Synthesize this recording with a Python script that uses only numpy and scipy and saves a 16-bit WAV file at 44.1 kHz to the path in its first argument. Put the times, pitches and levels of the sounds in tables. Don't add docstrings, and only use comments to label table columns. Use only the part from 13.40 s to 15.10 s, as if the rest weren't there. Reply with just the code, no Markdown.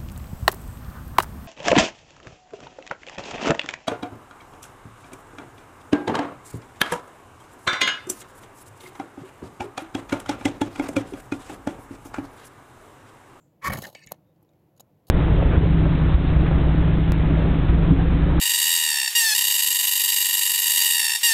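import sys
import numpy as np
from scipy import signal
from scipy.fft import rfft, irfft
from scipy.io import wavfile
from scipy.ndimage import uniform_filter1d

SR = 44100
rng = np.random.default_rng(int(sys.argv[2]) if len(sys.argv) > 2 else 0)


def gain_from_db(level_db):
    decades = np.asarray(level_db, float) / 20
    return 10 ** decades


def digitize_waveform(pressure):
    field = np.atleast_2d(pressure).T
    bounded = np.clip(field, -1, 1)
    quanta = np.round(bounded * 32767).astype(np.int16)
    wavfile.write(sys.argv[1], SR, quanta)


N = 74970

# (frequency [Hz], level [dB], decay time T60 [s])
LOG_MODES = [(58, 4, 0.17), (110, -10.5, .1), (142, -0.5, 0.13), (195.3, -2, 0.07), (287, -6.5, .06)]
# (frequency [Hz], bandwidth [Hz], level [dB])
BARK_MODES = [(567, 92, 4.5), (840, 160, 0.5), (347, 210, -4.5), (186.3, 110, -1.5), (1050, 250, -5.5)]
BARK_PATCHY_DB = 1.2


def level(x, db):
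    return x * gain_from_db(db) / np.sqrt(np.mean(x ** 2))


def colour(x, points):
    hz, db = np.array(points, float).T
    log_hz = np.log(np.arange(N // 2 + 1) * SR / N + 1)
    below = np.clip(np.log(hz[0]) - log_hz, 0, 3)
    above = np.clip(log_hz - np.log(hz[-1]), 0, 3)
    gain_db = np.interp(log_hz, np.log(hz), db) - 40 * (below + above)
    return irfft(rfft(x) * gain_from_db(gain_db), N)


def ring(x, modes):
    out = 0
    for k, (hz, width, db) in enumerate(modes):
        b, a = signal.iirpeak(hz, hz / max(width, 5), fs=SR)
        out = out + (-1) ** k * gain_from_db(db) * signal.lfilter(b, a, x)
    return out


def grains(rough_db):
    size_db = rough_db * np.minimum(rng.exponential(size=N), 3.5)
    return level(rng.standard_normal(N) * gain_from_db(size_db), 0)


def walk(rate):
    k = int(SR / rate)
    steps = np.repeat(rng.standard_normal(N // k + 1), k)
    return 1.3 * uniform_filter1d(uniform_filter1d(steps, k), k)[:N]


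def pressure(curve):
    t = np.arange(N) / SR
    return gain_from_db(np.interp(t, *np.array(curve).T, left=-200, right=-200))


def bursts(table, column):
    rise_share = 0.27
    t, env = np.arange(N) / SR, np.zeros(N)
    for row in table:
        u = (t - row[0]) / row[2]
        rise = np.clip(u / rise_share, 0, 1) ** 2
        fall = np.exp(-np.clip(u - .7, 0, 99) / .55)
        env += gain_from_db(row[column]) * rise * fall
    return env


def shaken(noise, env, modes, patchy_db, held=0.):
    out = 0
    drive = noise * env ** (1 - held)
    for k, mode in enumerate(modes):
        out = out + (-1) ** k * ring(drive * gain_from_db(patchy_db * walk(60)), [mode])
    return out * env ** held / np.std(ring(noise, modes))


def rod_ring(chatter, bite):
    # (time [s], level [dB], length [s])
    stutter = [(.2965, -22.5, 0.0026), (.302, -29.5, 0.0068), (.317, -30, 0.0045), (.325, -31, 0.0058),
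               (.331, -32, 0.0063), (.339, -34.5, 0.0058), (.346, -53.5, 0.0054), (.354, -33.5, 0.0048),
               (.363, -43.5, 0.0071), (.37, -50, 0.016), (.385, -41, 0.0034)]
    # (time [s], level [dB])
    rebound = [(.431, -51), (.437, -47), (.453, -36.5), (.462, -69), (.49, -77)]
    # (time [s], level [dB])
    drag = [(.546, -62), (.551, -45.5), (.562, -54), (.592, -60.5), (.604, -59.5), (.616, -59.5),
            (.637, -52.5), (.657, -69)]
    # (time [s], level [dB])
    slip = [(.669, -63), (0.671, -47), (.69, -62), (.705, -58.5), (.74, -69), (.77, -97)]
    # (frequency [Hz], bandwidth [Hz], level [dB])
    held_modes = [(1110.4, 26, 5), (1338, 68, -7.5), (1558, 200, -12.5), (1760, 78, -3), (1851, 66, -2.5),
                  (2085, 74, -9), (2236, 40, -2.5), (2640, 76, -26), (2970, 38, -19)]
    # (frequency [Hz], bandwidth [Hz], level [dB])
    loose_modes = [(1060, 21, -14.5), (1777, 55, -2.5), (2120, 110, -6), (2257, 40, 0), (2600, 63, -9),
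                   (2924, 69, -8.5), (3800, 170, -16.5), (4540, 96, -8.5), (5690, 45, -14),
                   (6650, 100, -26), (6770, 160, -17.5), (8300, 81, -13)]
    held_share = .4
    hz, width, db = held_modes[0]
    skid_modes = [(hz, width, db - 4.5)] + held_modes[1:]
    middle_modes = held_modes[2:6]
    low_modes = loose_modes[1:7] + loose_modes[9:11]
    out = shaken(chatter, bite, held_modes, 1.2, held_share)
    out += shaken(chatter, bursts(stutter, column=1), skid_modes, 1.1, held_share)
    out += shaken(chatter, pressure(rebound), middle_modes, 0.5, held_share)
    out += shaken(chatter, pressure(drag), loose_modes, 4.5, 0.24)
    return out + shaken(chatter, pressure(slip), low_modes, 1.4)


def shavings(bite):
    # (frequency [Hz], density [dB per Hz])
    grit_colour = [(1500, -17), (3000, -11.5), (4400, 4.5), (5600, -0.5), (7000, 5), (9200, -6.5),
                   (11800, 3.5), (15500, -8.5)]
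    grit_db, rough_db, power = -12, 5.5, 1.5
    hiss = level(colour(grains(rough_db), grit_colour), grit_db)
    return hiss * bite * (bite / bite.max()) ** (power - 1)


def support_hum(chatter, bite):
    into_log_db, into_bark_db = -16, -13
    broad_log = [(hz, hz / 5, db) for hz, db, _ in LOG_MODES]
    log = gain_from_db(into_log_db) * shaken(grains(1.5), bite, broad_log, 1.6)
    return log + gain_from_db(into_bark_db) * shaken(chatter, bite, BARK_MODES, BARK_PATCHY_DB)


def scrape():
    # (time [s], level [dB])
    stroke = [(.213, -64), (.221, -46.5), (.227, -41.5), (.24, -37.5), (.245, -27), (.256, -28.5),
              (.265, -26), (.28, -24.5), (.293, -37.5)]
    bite = pressure(stroke)
    chatter = grains(1.5) * gain_from_db(1.2 * walk(300))
    return rod_ring(chatter, bite) + shavings(bite) + support_hum(chatter, bite)


def ticks():
    # (time [s], peak level [dB], strongest ring [Hz], splash level [dB])
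    touches = [(.298, -57, 4750, -8), (0.337, -33.5, 5480, -4), (.44, -46, 6950, 4.5),
               (0.4464, -36.5, 2970, -7), (.452, -40, 2970, 2.5), (0.47, -44.5, 4000, -1),
               (0.5498, -38.5, 4900, -0.5), (.592, -53, 5000, -2.5), (.637, -53, 5830, -27),
               (0.643, -55, 4000, -5), (.672, -37, 6850, -11), (.691, -55, 6840, -10),
               (.744, -60.5, 5900, -1), (0.962, -79, 4500, 3), (1.0272, -51, 11540, -28),
               (1.048, -73, 5500, -5.5), (1.09, -65.5, 3740, -14), (1.092, -64, 6900, -14),
               (1.134, -71.5, 2170, -4), (1.364, -65, 6900, -14), (1.376, -56, 6850, -14),
               (1.397, -47.5, 3880, -14), (1.4075, -37, 6830, -20.5)]
    # (frequency [Hz], density [dB per Hz])
    splash_colour = [(1600, -12), (2600, 4), (5000, 0), (8200, -1.5), (9200, -23.5)]
    ring_q, all_splash_db, splash_s, onset_s = 34, 1.4, 0.002, 0.00032
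    t, out = np.arange(SR // 20) / SR, np.zeros(N + SR)
    noise = level(colour(rng.standard_normal(N), splash_colour), all_splash_db)
    for s, db, hz, splash_db in touches:
        i = int(s * SR)
        tone = np.sin(2 * np.pi * hz * t) * np.exp(-np.pi * hz / ring_q * t) * (1 - np.exp(-t / onset_s))
        splash = gain_from_db(splash_db) * noise[i:i + len(t)] * np.exp(-t / splash_s)
        out[i:i + len(t)] += gain_from_db(db) * (tone + splash)
    return out[:N]


def log_thump():
    # (time [s], peak level [dB], contact time [s], share reaching the deepest mode [dB])
    blows = [(0.269, -37, 0.0043, -13), (0.285, -27, 0.0031, -9), (0.298, -26, 0.0024, 2),
             (0.307, -20.5, 0.006, 1), (.318, -26.5, 0.0042, -1), (0.331, -35.5, 0.0066, -6),
             (0.346, -35, 0.0024, -9.5), (0.354, -32.5, 0.002, -11.5), (0.378, -31.5, 0.002, -10),
             (0.386, -30.5, 0.0038, -12), (.426, -44.5, 0.0033, -14), (0.666, -49.5, 0.0027, -9)]
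    t = np.arange(N) / SR
    deep_push, push = np.zeros(N), np.zeros(N)
    for s, db, contact, deep_db in blows:
        pulse = np.sin(np.pi * np.clip((t - s) / contact, 0, 1)) ** 2
        pulse *= gain_from_db(db) * 2 / (contact * SR)
        deep_push += gain_from_db(deep_db) * pulse
        push += pulse
    t = t[:SR // 2]
    body = [gain_from_db(db) * np.sin(2 * np.pi * hz * t) * 1000. ** (-t / t60) for hz, db, t60 in LOG_MODES]
    return (signal.fftconvolve(deep_push, body[0]) + signal.fftconvolve(push, sum(body[1:])))[:N]


def tinder():
    # (time [s], hiss level [dB], length [s], knock level [dB])
    crushes = [(.297, -45.5, 0.013, -32), (.318, -42, 0.014, -34.5), (.333, -33, 0.0037, -32.5),
               (.343, -49, 0.014, -41), (.3, -55.5, 0.15, -52), (.369, -42.5, 0.0099, -37),
               (.379, -52.5, 0.0092, -39.5), (.386, -41, 0.0034, -51.5), (.4, -55, 0.0017, -72),
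               (.411, -62, 0.0017, -68), (.418, -42, 0.0059, -62), (.4225, -47, 0.0062, -41.5),
               (.433, -48, 0.0049, -45), (.439, -42, 0.0029, -39), (.445, -63, 0.005, -44.5),
               (.451, -50, 0.0061, -42.5), (.46, -57, 0.01, -52), (.466, -47, 0.0049, -49),
               (.4705, -55, 0.0073, -43), (.479, -55, 0.004, -46), (.485, -56, 0.0064, -50),
               (.496, -58.5, 0.0061, -53), (.526, -59, 0.0057, -60), (.548, -82, 0.0064, -48),
               (.54, -78, 0.033, -69), (.732, -84, 0.015, -56.5)]
    # (time [s], hiss level [dB], length [s], knock level [dB])
    snaps = [(.661, -55, 0.0057, -66), (.687, -64, 0.0066, -77), (0.707, -61, 0.0034, -65),
             (0.7138, -54, 0.0019, -46.5), (0.7172, -38.5, 0.003, -41.5), (0.7192, -32, 0.0018, -30.5),
             (.722, -45.5, .003, -65), (1.0269, -70.5, 0.0057, -66), (1.364, -69.5, .005, -77),
             (1.377, -65, 0.0045, -67), (1.3963, -50.5, 0.0035, -56), (1.401, -49, 0.0051, -57.5),
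             (1.405, -50.5, 0.0034, -48), (1.6685, -56, 0.002, -75), (1.671, -60, 0.0062, -76),
             (1.6801, -56.5, 0.003, -64), (1.684, -55.5, 0.0038, -59.5), (1.688, -62, .002, -60),
             (1.691, -64, .002, -78)]
    # (frequency [Hz], bandwidth [Hz], level [dB])
    flakes = [(2943, 270, -8.5), (4000, 290, -5), (4550, 230, -6.5), (5180, 220, -8), (6630, 330, -4.5),
              (8200, 400, -9), (10030, 420, -6), (11300, 720, -3), (12700, 1100, -2.5), (14300, 740, -7),
              (15600, 1000, -12)]
    crush_tilt_db = -2.5
    flake_patchy_db, snap_db, snap_bark_db, thud_db = 1.5, 6, -16.5, -11
    snap_hz, snap_width_hz, thud_hz, thud_width_hz = 690, 560, 175, 115
    dull = [(hz, 1.05 * width, db + crush_tilt_db * np.log2(hz / 4000)) for hz, width, db in flakes]
    crackle = grains(3)
    hiss = shaken(crackle, bursts(crushes, column=1), dull, flake_patchy_db)
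    hiss += shaken(crackle, bursts(snaps, column=1), flakes, flake_patchy_db)
    knock = shaken(grains(1.2), bursts(crushes, column=3), BARK_MODES, BARK_PATCHY_DB, 0.27)
    blow = np.zeros(N)
    for s, _, _, db in snaps:
        blow[int(s * SR)] -= gain_from_db(db + snap_db) * SR / np.pi
    blow = signal.sosfilt(signal.butter(2, 1150, fs=SR, output="sos"), blow)
    knock += gain_from_db(snap_bark_db) * ring(blow, BARK_MODES) / snap_width_hz
    snap_mode = [(snap_hz, snap_width_hz, 0)]
    snap = 2 * ring(ring(blow, snap_mode), snap_mode) / snap_width_hz
    thud = ring(ring(blow, [(thud_hz, thud_width_hz, 0)]), [(thud_hz, thud_hz, 0)])
    return hiss + knock + snap + gain_from_db(thud_db) * thud / thud_width_hz


def scatter(near):
    trees_db, t60_s, dull_hz = -28, .12, 4000
    t = np.arange(SR // 2) / SR
    tail = signal.lfilter(*signal.butter(1, dull_hz, fs=SR), rng.standard_normal(len(t)))
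    tail *= 1000. ** (-t / t60_s) * (t > .003)
    tail *= gain_from_db(trees_db) / np.sqrt(np.sum(tail ** 2))
    return signal.fftconvolve(near, tail)[:N]


def birds():
    # (middle [s], length [s], frequency [Hz], bandwidth [Hz], level [dB])
    chirps = [
        (.0, 0.1, 7210, 1120, -77.5),
        (.0, 0.046, 7300, 120, -79),
        (0.895, 0.035, 3680, 149, -84),
    ]
    t, out = np.arange(N) / SR, np.zeros(N)
    for s, length, pitch_hz, width_hz, db in chirps:
        band = [(pitch_hz, width_hz, 0)]
        chirp = level(ring(ring(rng.standard_normal(N), band), band), db)
        out += np.exp(-((t - s) / length) ** 2) * chirp
    return out


def forest_air():
    # (frequency [Hz], density [dB per Hz])
    wind_colour = [(24, -48), (40, -21.5), (154, -1), (258, -17.5), (305, -6.5), (355, -12), (377, -18),
                   (527, -13.5), (1500, -33.5), (1950, -67), (3300, -120)]
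    # (frequency [Hz], density [dB per Hz])
    hiss_colour = [(880, -28.5), (1500, -21.5), (1620, -1.5), (2460, -4.5), (5280, -13), (7840, -14),
                   (8400, -20), (11900, -7.5), (16000, -8.5)]
    wind_db, hiss_db, gust_db = -62, -80, 1.0
    steady = colour(rng.standard_normal(N), wind_colour)
    wind = np.zeros(N)
    for k, hz in enumerate(45 * 2 ** np.arange(0, 5.6, .5)):
        wind += ring(steady, [(hz, hz / 3, 0)]) * (-1) ** k * gain_from_db(gust_db * walk(16))
    hiss = level(colour(grains(3.1), hiss_colour), hiss_db) * gain_from_db(0.49 * walk(5.3))
    return level(wind, wind_db) + hiss


def scene():
    near = scrape() + ticks() + log_thump() + tinder()
    return (near + scatter(near) + birds() + forest_air())[None]


def roll_off(x):
    return signal.sosfilt(signal.butter(12, 16650, fs=SR, output="sos"), x)


def record(dry):
    low_hz, top_hz = 44, 16000
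    mix = signal.sosfiltfilt(signal.butter(3, low_hz, "high", fs=SR, output="sos"), dry)
    mix = signal.sosfilt(signal.ellip(8, .2, 50, top_hz, fs=SR, output="sos"), mix)
    return roll_off(mix)


dry = scene()
out = record(dry)
digitize_waveform(out)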